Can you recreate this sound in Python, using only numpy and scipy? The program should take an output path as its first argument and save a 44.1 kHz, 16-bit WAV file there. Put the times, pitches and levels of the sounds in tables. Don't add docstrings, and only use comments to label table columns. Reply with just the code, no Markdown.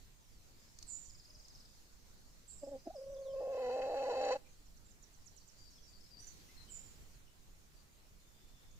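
import sys
import numpy as np
from scipy import signal
from scipy.fft import rfft, irfft
from scipy.io import wavfile
from scipy.ndimage import uniform_filter1d

SR = 44100
rng = np.random.default_rng(int(sys.argv[2]) if len(sys.argv) > 2 else 0)


def store_wav(level_fs):
    pcm = np.round(np.clip(np.atleast_2d(level_fs), -1, 1) * 32767)
    wavfile.write(sys.argv[1], SR, pcm.T.astype(np.int16))


def rack_gain(trim_db):
    fader = np.asarray(trim_db, float)
    return 10 ** (fader / 20)


N = 387638


def evened(x):
    return x / np.sqrt(np.mean(x ** 2) + 1e-20)


def smooth_twice(x, span):
    return uniform_filter1d(uniform_filter1d(x, span), span)


def slow(count, span):
    return evened(smooth_twice(rng.standard_normal(count), span))


def hump(t, middle_s, length_s):
    return np.clip(1.5 - 2 * abs(t - middle_s) / length_s, 0, 1)


def read(points, hz):
    f, value = np.transpose(points)
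    return np.interp(np.log(hz + 1), np.log(f + 1), value)


def add(mix, s, sound):
    part = mix[..., round(s * SR):][..., :sound.shape[-1]]
    part += sound[..., :part.shape[-1]]


def sides(pan_db):
    gains = rack_gain(np.array([[pan_db / 2], [-pan_db / 2]]))
    return gains / gains.mean()


def trees(x, t60_s, rise_s):
    t = np.arange(SR) / SR
    taps = rng.choice([-1., 1.], (2, SR)) * (rng.random((2, SR)) < .06)
    taps *= (1 - np.exp(-t / rise_s)) * rack_gain(-60 * t / t60_s)
    return signal.fftconvolve(x, taps / np.linalg.norm(taps[0]), axes=1)[:, :N]


# f/Hz, level/dB per Hz
AIR_SPECTRUM = [(20, 7.5), (45, -6.5), (120, -10.5), (220, -16), (600, -24.5), (3500, -29.5), (7000, -29),
                (9500, -34.5)]
# f/Hz, share [0-1]
RUSTLE_BAND = [(100, 0.44), (600, 0.62), (3000, 1.), (12000, 0.78)]
# f/Hz, share [0-1]
CHORUS_BAND = [(3400, 0.031), (4400, 0.94), (7000, 0.73), (8500, 0.1)]
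# t/s, width/s, level/dB
CHORUS_SWELLS = [(.05, 0.12, 2), (.85, 0.19, 5), (1.5, 0.99, 4.5), (2.15, 0.35, 1.5), (3.9, .7, 4.5),
                 (5.75, 0.41, 5), (6.4, 0.11, 3)]
# f/Hz, correlation [-1 to 1]
LIKENESS = [(60, 0.51), (180, 0.38), (550, 0.27), (1650, -0.23), (4970, 0.15), (15000, -0.065)]
# f/Hz, L-R/dB
BALANCE = [(60, -3), (180, -0.8), (550, -1.8), (1650, 0.5), (4970, -1), (15000, -3)]


def air():
    frames, hz = N // 256 + 5, np.fft.rfftfreq(1024, 1 / SR)
    t = np.arange(frames) * 256 / SR
    a, b, c, d, patches = rng.standard_normal((frames, 513, 5)).T
    patches = evened(uniform_filter1d(uniform_filter1d(patches, 12, 0), 10, 1))

    gust_rise, gust_fall = (t - 6.17) / 0.075, (7.25 - t) / 0.22
    rustle_db = 5 * np.clip(np.minimum(gust_rise, gust_fall), 0, 1) + .5 * slow(frames, 8)
    chorus_db = 2 + sum(db * np.exp(-((t - s) / width_s) ** 2) for s, width_s, db in CHORUS_SWELLS)
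    chorus = read(CHORUS_BAND, hz)[:, None]
    field_db = read(AIR_SPECTRUM, hz)[:, None] + read(RUSTLE_BAND, hz)[:, None] * rustle_db
    field_db += chorus * chorus_db + (1.24 + 1.3 * chorus) * patches
    field_db += 1.22 / (1 + (hz[:, None] / 120) ** 2) * slow(frames, 20)

    same = np.clip(read(LIKENESS, hz), -1, 1)[:, None]
    lean = rack_gain(read(BALANCE, hz) / 2)[:, None]
    left = a + 1j * b
    other = same * left + np.sqrt(1 - same ** 2) * (c + 1j * d)
    z = np.array([left * lean, other / lean]) * rack_gain(field_db)
    return rack_gain(-59.5) * evened(signal.istft(z, nperseg=1024, noverlap=768)[1][:, :N])


# f/Hz, level/dB per Hz
SNAP_SPECTRUM = [(590, -54), (1000, -32), (3600, -27), (4510, -12), (6410, -9), (10600, -33), (12700, -31),
                 (15000, -84)]
# t/s, peak level/dB, L-R/dB
SNAPS = [
    (0.788, -45.5, 0),
    (0.827, -42, 0),
    (1.483, -53, -14),
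]


def twigs():
    out, t = np.zeros((2, N)), np.arange(600) / SR
    for s, db, pan_db in SNAPS:
        spectrum = rfft(rng.standard_normal((2, 600)))
        burst = irfft(spectrum * rack_gain(read(SNAP_SPECTRUM, np.fft.rfftfreq(600, 1 / SR))))
        add(out, s, sides(pan_db) * rack_gain(db - 1.0) * evened(burst) * rack_gain(-60 * t / 0.02))
    return out


def whistle(db, from_hz, to_hz, length_s, pan_db, bend=1.6, swell=0, grain_db=0):
    u = np.linspace(0, 1, int(length_s * SR))
    hz = to_hz + (from_hz - to_hz) * (1 - u) ** bend
    hz = hz * (1 + 0.0041 * grain_db * slow(len(u), 90))
    shape = np.sin(np.pi * u) ** 0.19 * u ** swell * rack_gain(db + grain_db * slow(len(u), 100))
    return sides(pan_db) * np.sqrt(2) * np.sin(2 * np.pi * np.cumsum(hz) / SR) * shape


# t/s, level/dB, from f/Hz, to f/Hz, length/s
NOTES_RIGHT = [(1.045, -60, 6900, 5920, 0.018), (2.93, -68, 7200, 5760, 0.015),
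               (3.07, -74.5, 5740, 6350, .15), (4.445, -73.5, 2360, 2367, .037),
               (4.85, -70, 7500, 7070, 0.03), (4.885, -77, 7200, 8000, .016), (5.705, -65, 6800, 5540, 0.02),
               (5.82, -66, 6150, 5140, 0.039), (6.19, -60, 5800, 5970, 0.056), (6.2, -68, 8840, 9150, .026),
               (6.269, -54.5, 7380, 5780, 0.017), (8.48, -73, 7360, 7300, .014),
               (8.7, -68.5, 7360, 6550, .019), (8.76, -67, 7200, 6570, 0.0094)]
# t/s, level/dB, from f/Hz, to f/Hz, length/s
NOTES_AHEAD = [(.2, -78.5, 6360, 3970, 0.26), (.685, -70.5, 5300, 5170, 0.016), (1.28, -76, 613, 588, 0.17),
               (2.57, -69, 6400, 4660, .035), (2.638, -63, 4700, 5220, 0.014),
               (2.79, -68, 5260, 4920, .016), (2.845, -69, 4900, 5170, 0.021),
               (2.955, -62.5, 5440, 5000, 0.019), (3.03, -72, 5280, 4700, .014),
               (3.13, -66.5, 6780, 4780, .025), (3.165, -71.5, 3644, 3330, 0.026),
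               (3.205, -74, 7180, 5020, 0.14), (3.218, -71, 4780, 3050, 0.099),
               (5.729, -68, 5450, 5220, 0.052), (5.78, -67, 3400, 3290, 0.014),
               (6.485, -70.5, 2000, 2110, 0.031)]
# t/s, level/dB, f/Hz, length/s
WHISTLES_LEFT = [(5.386, -72, 4700, 0.038), (5.568, -68, 4790, 0.15), (5.866, -66.5, 4750, 0.12),
                 (5.998, -68.5, 5240, .075), (6.106, -62.5, 4790, 0.11), (6.565, -64.5, 4210, 0.082),
                 (6.676, -69, 3130, 0.036), (7.262, -76, 3040, .038), (7.758, -75.5, 4760, 0.059),
                 (8.199, -80.5, 3610, 0.74)]


def far_notes():
    far = np.zeros((2, N))
    other = [(s, db, hz, 0.97 * hz, length_s) for s, db, hz, length_s in WHISTLES_LEFT]
    for notes, pan_db in (NOTES_RIGHT, -12), (NOTES_AHEAD, 0.5), (other, 14):
        for s, *shape in notes:
            add(far, s, whistle(*shape, pan_db, grain_db=3.5))
    return .7 * far + trees(.62 * far, .28, .006)


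# t/s, level/dB
SLASHED_NOTES = [(4.6584, -64), (4.7666, -65.5), (4.9116, -62), (5.03, -57.5), (5.1373, -62), (5.2664, -57),
                 (5.372, -58), (5.4835, -60), (5.5932, -64)]


def slashes():
    out = np.zeros((2, N))
    for s, db in SLASHED_NOTES:
        add(out, s - .008, whistle(db - 7.5, 7900, 5400, 0.025, -21, bend=1.2, grain_db=4.0))
    return out + trees(.45 * out, .28, .006)


def trill():
    out, count, pan_db = np.zeros((2, N)), 13, 1.5
    for k in range(count):
        s = 1.1 + k / 19.85
        hz = 5020 + 108 * np.cos(2 * np.pi * k / 4.4)
        db = -58 - 9 * (k / (count - 1)) ** 8
        note = whistle(db - 3, 1.075 * hz, .945 * hz, 0.014, pan_db, bend=1.18, grain_db=3.0)
        add(out, s - .004, note)
        add(out, s - .014, whistle(db - 12, 6850, 6100, .01, pan_db))
    return out + rack_gain(-4) * trees(out, 0.88, 0.014)


# t/s, level/dB, from f/Hz, to f/Hz, length/s
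SHARP_CHIPS = [
    (0.864, -42.5, 8860, 6960, 0.048),
    (2.476, -45, 9110, 7290, 0.014),
    (6.687, -46.5, 8560, 7040, .04),
]


def chips():
    deep = np.zeros((2, N))
    for s, *shape in SHARP_CHIPS:
        add(deep, s, whistle(*shape, -13.5, bend=2.2, swell=.65))
    return rack_gain(2) * (rack_gain(-12.0) * deep + trees(deep, 0.58, 0.013))


HEN_START_S, HEN_END_S = 2.6, 4.4
CLEAR_START_S, CLEAR_END_S = 2.895, 3.395
# top t/s, hold/s, effort level/dB, from f/Hz, to f/Hz
SOFT_CLUCKS = [
    (2.635, .004, -41.5, 588, 540),
    (2.671, 0.0201, -46.5, 591, 557),
    (2.718, .044, -45, 577.4, 513),
    (2.873, .004, -41.5, 725, 590),
    (2.906, 0.0021, -46, 599.5, 903),
]
# t/s, effort level/dB, beat f/Hz, beak opening [up to 1]
LONG_CAW = [
    (2.95, -48.5, 540, -0.58),
    (3.2, -46, 540, 0.019),
    (3.389, -40, 539, 0.31),
    (3.5, -39.5, 525.2, .4),
    (3.6, -38.5, 512, 0.67),
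    (3.669, -37, 498, 0.79),
    (3.88, -38, 549, 0.77),
    (4.29, -35, 533, 0.99),
    (4.364, -38, 559.7, 0.87),
]
# t/s, length/s, push level/dB
EVEN_SLIPS = [
    (4.053, .018, -2),
    (4.107, .03, 0.),
    (4.155, .018, -0.5),
    (4.319, .035, 3.5),
]
SECOND_BEAT = [(.6, .86), (.75, .54), (1, .4)]
# t/s, length/s, stumble chance [0-1]
LOST_STEPS = [(2.675, .015, .6), (2.865, .02, .2), (3.41, .018, .6), (3.52, .18, .1), (3.78, .04, .5),
              (3.908, .08, .8), (4.025, .015, .9), (4.085, .015, .6), (4.13, .03, .9), (4.235, .09, .4),
              (4.295, .02, .8), (4.345, .015, .2)]


def gait(t):
    s, _, caw_hz, beak = np.transpose(LONG_CAW)
    glides = []
    for top_s, hold_s, _, from_hz, to_hz in SOFT_CLUCKS:
        glides += [(top_s - .01, from_hz), (top_s + hold_s + .016, to_hz)]
    glides = sorted(glides)
    swoop_hz = 90.07 * np.exp(np.minimum((s[0] - t) / 0.011, 1.2))
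    slip = sum(hump(t, at, length_s) for at, length_s, _ in EVEN_SLIPS)
    caw_hz = np.interp(t, s, caw_hz) + swoop_hz - 39.83 * slip
    hz = np.where(t < glides[-1][0], np.interp(t, *np.transpose(glides)), caw_hz)

    cluck_second = np.maximum(.46 - .0025 * np.maximum(hz - 600, 0), .1)
    hoarse_second = np.interp(np.interp(t, s, beak), *np.transpose(SECOND_BEAT))
    hoarse_second = np.maximum(hoarse_second, np.minimum(0.93 * slip, 1))
    second = np.select([t < CLEAR_START_S, t < CLEAR_END_S], [cluck_second, 1], hoarse_second)

    risks = [chance * hump(t, at, length_s) for at, length_s, chance in LOST_STEPS]
    risks.append(.015 * (t > CLEAR_END_S))
    return hz, second, np.max(risks, 0)


def beats(t):
    hz, weak, stumble = gait(t)
    hz = hz * (1 + .022 * slow(len(t), 300))
    train, at = np.zeros(len(t) + 1000), 0.
    for luck, jitter, *wobble in rng.random((700, 5)):
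        if at >= len(t):
            break
        step, second, risk = SR / hz[int(at)], weak[int(at)], stumble[int(at)]
        stumbles = luck < risk
        sizes = [1, second, second ** 2] if stumbles else [1, second]
        loose = .075 * (1 - second) + .08 * risk
        step *= 1 + (.01 + loose) * (jitter - .5)
        for size, chance in zip(sizes, wobble):
            whole, part = divmod(at, 1)
            size = size * (1 + 6 * loose * (chance - .5))
            train[int(whole):int(whole) + 2] += size * np.array([1 - part, part])
            at += step * (.92 if stumbles else 1)
        at += .55 * step * stumbles
    return train[:len(t)]


# t/s, level/dB
FALTERS = [
    (2.926, -10),
    (3.052, -6.5),
    (3.241, -6),
    (3.315, -2.5),
    (4.14, -1.5),
    (4.345, -1),
]


def effort(t):
    rise_db_per_s, fall_db_per_s, stop_db_per_s = 1500, 955, 2000
    s, caw_db = np.transpose(LONG_CAW)[:2]
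    clucks = 0
    for top_s, hold_s, db, *_ in SOFT_CLUCKS:
        rise_db = rise_db_per_s * np.maximum(top_s - t, 0)
        fall_db = fall_db_per_s * np.maximum(t - top_s - hold_s, 0)
        clucks = clucks + rack_gain(db - rise_db - fall_db)
    db = np.interp(t, s, caw_db) - rise_db_per_s * np.maximum(s[0] - t, 0)
    db = db - stop_db_per_s * np.maximum(t - s[-1], 0)
    db = db + sum(push_db * hump(t, at, length_s) for at, length_s, push_db in EVEN_SLIPS)
    dips_db = sum(dip_db * hump(t, at, 0.0161) for at, dip_db in FALTERS)
    return (clucks + rack_gain(db)) * rack_gain(dips_db)


def resonate(x, modes):
    out = np.zeros(len(x))
    for k, (hz, width_hz, db) in enumerate(modes):
        pole = np.exp((2j * np.pi * hz - np.pi * width_hz) / SR)
        ring = signal.lfilter([(1 - abs(pole)) ** 2], np.poly([pole, pole]), x).real
        out += (-1) ** k * rack_gain(db) * ring
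    return out


# f/Hz, width/Hz, level/dB
PIPE_RINGS = [(264, 120, -13), (540, 214, 1.5), (809, 118, 2.5), (1016.3, 175, -13)]
# f/Hz, width/Hz, level/dB
HOARSE_AIR = [(448, 57.3, -2), (690, 96, -3.5)]


def windpipe(t, train, beak):
    hz, weak, risk = gait(t)
    clucking = t < CLEAR_START_S

    def posture(cluck_db, shut_db, open_db):
        return rack_gain(np.where(clucking, cluck_db, shut_db + (open_db - shut_db) * beak))

    chest = posture(10.5, -6.5, -1.5) * rack_gain(.045 * np.maximum(hz - 600, 0) * clucking)
    first = posture(-8.5, -4.5, 4)
    second = posture(-11, -11, 7) * rack_gain(26 * (uniform_filter1d(weak, 400) - 1.0))
    pipe = 0
    for k, (gain, mode) in enumerate(zip((chest, 1, first, second), PIPE_RINGS)):
        pipe = pipe + (-1) ** k * gain * resonate(train - train.mean(), [mode])
    pipe /= np.sqrt(smooth_twice(pipe ** 2, 700) + 1e-20)
    unrest = np.minimum(uniform_filter1d(risk, 900) / .15, 1)
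    hoarse_db = np.where(t < CLEAR_END_S, -30, -19 + 5 * unrest)
    pipe += rack_gain(hoarse_db) * evened(resonate(rng.standard_normal(len(t)), HOARSE_AIR))

    throb_hz = 34 * (1 + .3 * slow(len(t), 900))
    humps = abs(np.sin(np.pi * np.cumsum(throb_hz) / SR))
    depth = np.select([t < LONG_CAW[0][0], t < CLEAR_END_S], [0, .55], .3 * beak)
    depth = depth * np.clip(1 + .4 * slow(len(t), 1200), 0, 1.6)
    return pipe * effort(t) * (1 + uniform_filter1d(depth, 800) * (humps - .75))


# f/Hz, width/Hz, level/dB
THROAT_RINGS = [(1290, 350, -0.5), (1730, 290, -5.5), (1985, 210, -2), (2604, 190, 2), (3050, 330, -8)]
# f/Hz, width/Hz, level/dB
RASP_RINGS = [(4030, 743, 4), (4700, 710, -4.5), (5730, 947, -5.5), (7200, 470, -2.5), (8780, 570, -16.5)]


def throat(t, train, beak):
    puffs = 0.21 + evened(signal.lfilter([1], [1, -.97], train))
    puffs = evened(rng.standard_normal(len(t)) * puffs)
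    train = evened(train)
    ring = evened(resonate(train + 0.94 * puffs, THROAT_RINGS)) * rack_gain(np.interp(beak, [0, 1], (-79, -46.5)))
    rasp = evened(resonate(0.82 * train + puffs, RASP_RINGS)) * rack_gain(np.interp(beak, [0, 1], (-97, -47.5)))
    push_db = sum(db * hump(t, at, length_s) for at, length_s, db in EVEN_SLIPS)
    treble = signal.lfilter(*signal.iirnotch(3500, 3500 / 450, SR), ring - rasp) * rack_gain(0.96 * push_db)
    gate = np.clip((t - CLEAR_END_S) / 0.084 + 1, 0, 1)
    gate = gate * rack_gain(-2000 * np.maximum(t - LONG_CAW[-1][0], 0))
    return gate * treble * rack_gain(1.06 * slow(len(t), 400))


def hen():
    t = np.arange(HEN_START_S, HEN_END_S, 1 / SR)
    train = beats(t)
    s, beak = np.transpose(LONG_CAW)[[0, 3]]
    beak = np.interp(t, s, beak)
    low, high = np.zeros((2, 2, N))
    for mix, part in (low, windpipe(t, train, beak)), (high, throat(t, train, beak)):
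        add(mix[0], HEN_START_S + 5 / SR, part)
        add(mix[1], HEN_START_S, part)
    litter = 0.53 * trees(high, 0.021, 0.0026)
    yard = rack_gain(-29.5) * trees(low + high, 0.58, 0.019)
    return low * sides(-0.54) + 0.59 * high + litter + yard


def scene():
    return air() + twigs() + far_notes() + slashes() + trill() + chips() + hen()


def top_cut(x):
    return signal.sosfilt(signal.butter(12, 15830, fs=SR, output="sos"), x)


def record(dry):
    band = signal.firwin(401, 15600, fs=SR)[None]
    mix = signal.oaconvolve(dry, band, "same")
    return top_cut(mix)


dry = scene()
out = record(dry)
store_wav(out)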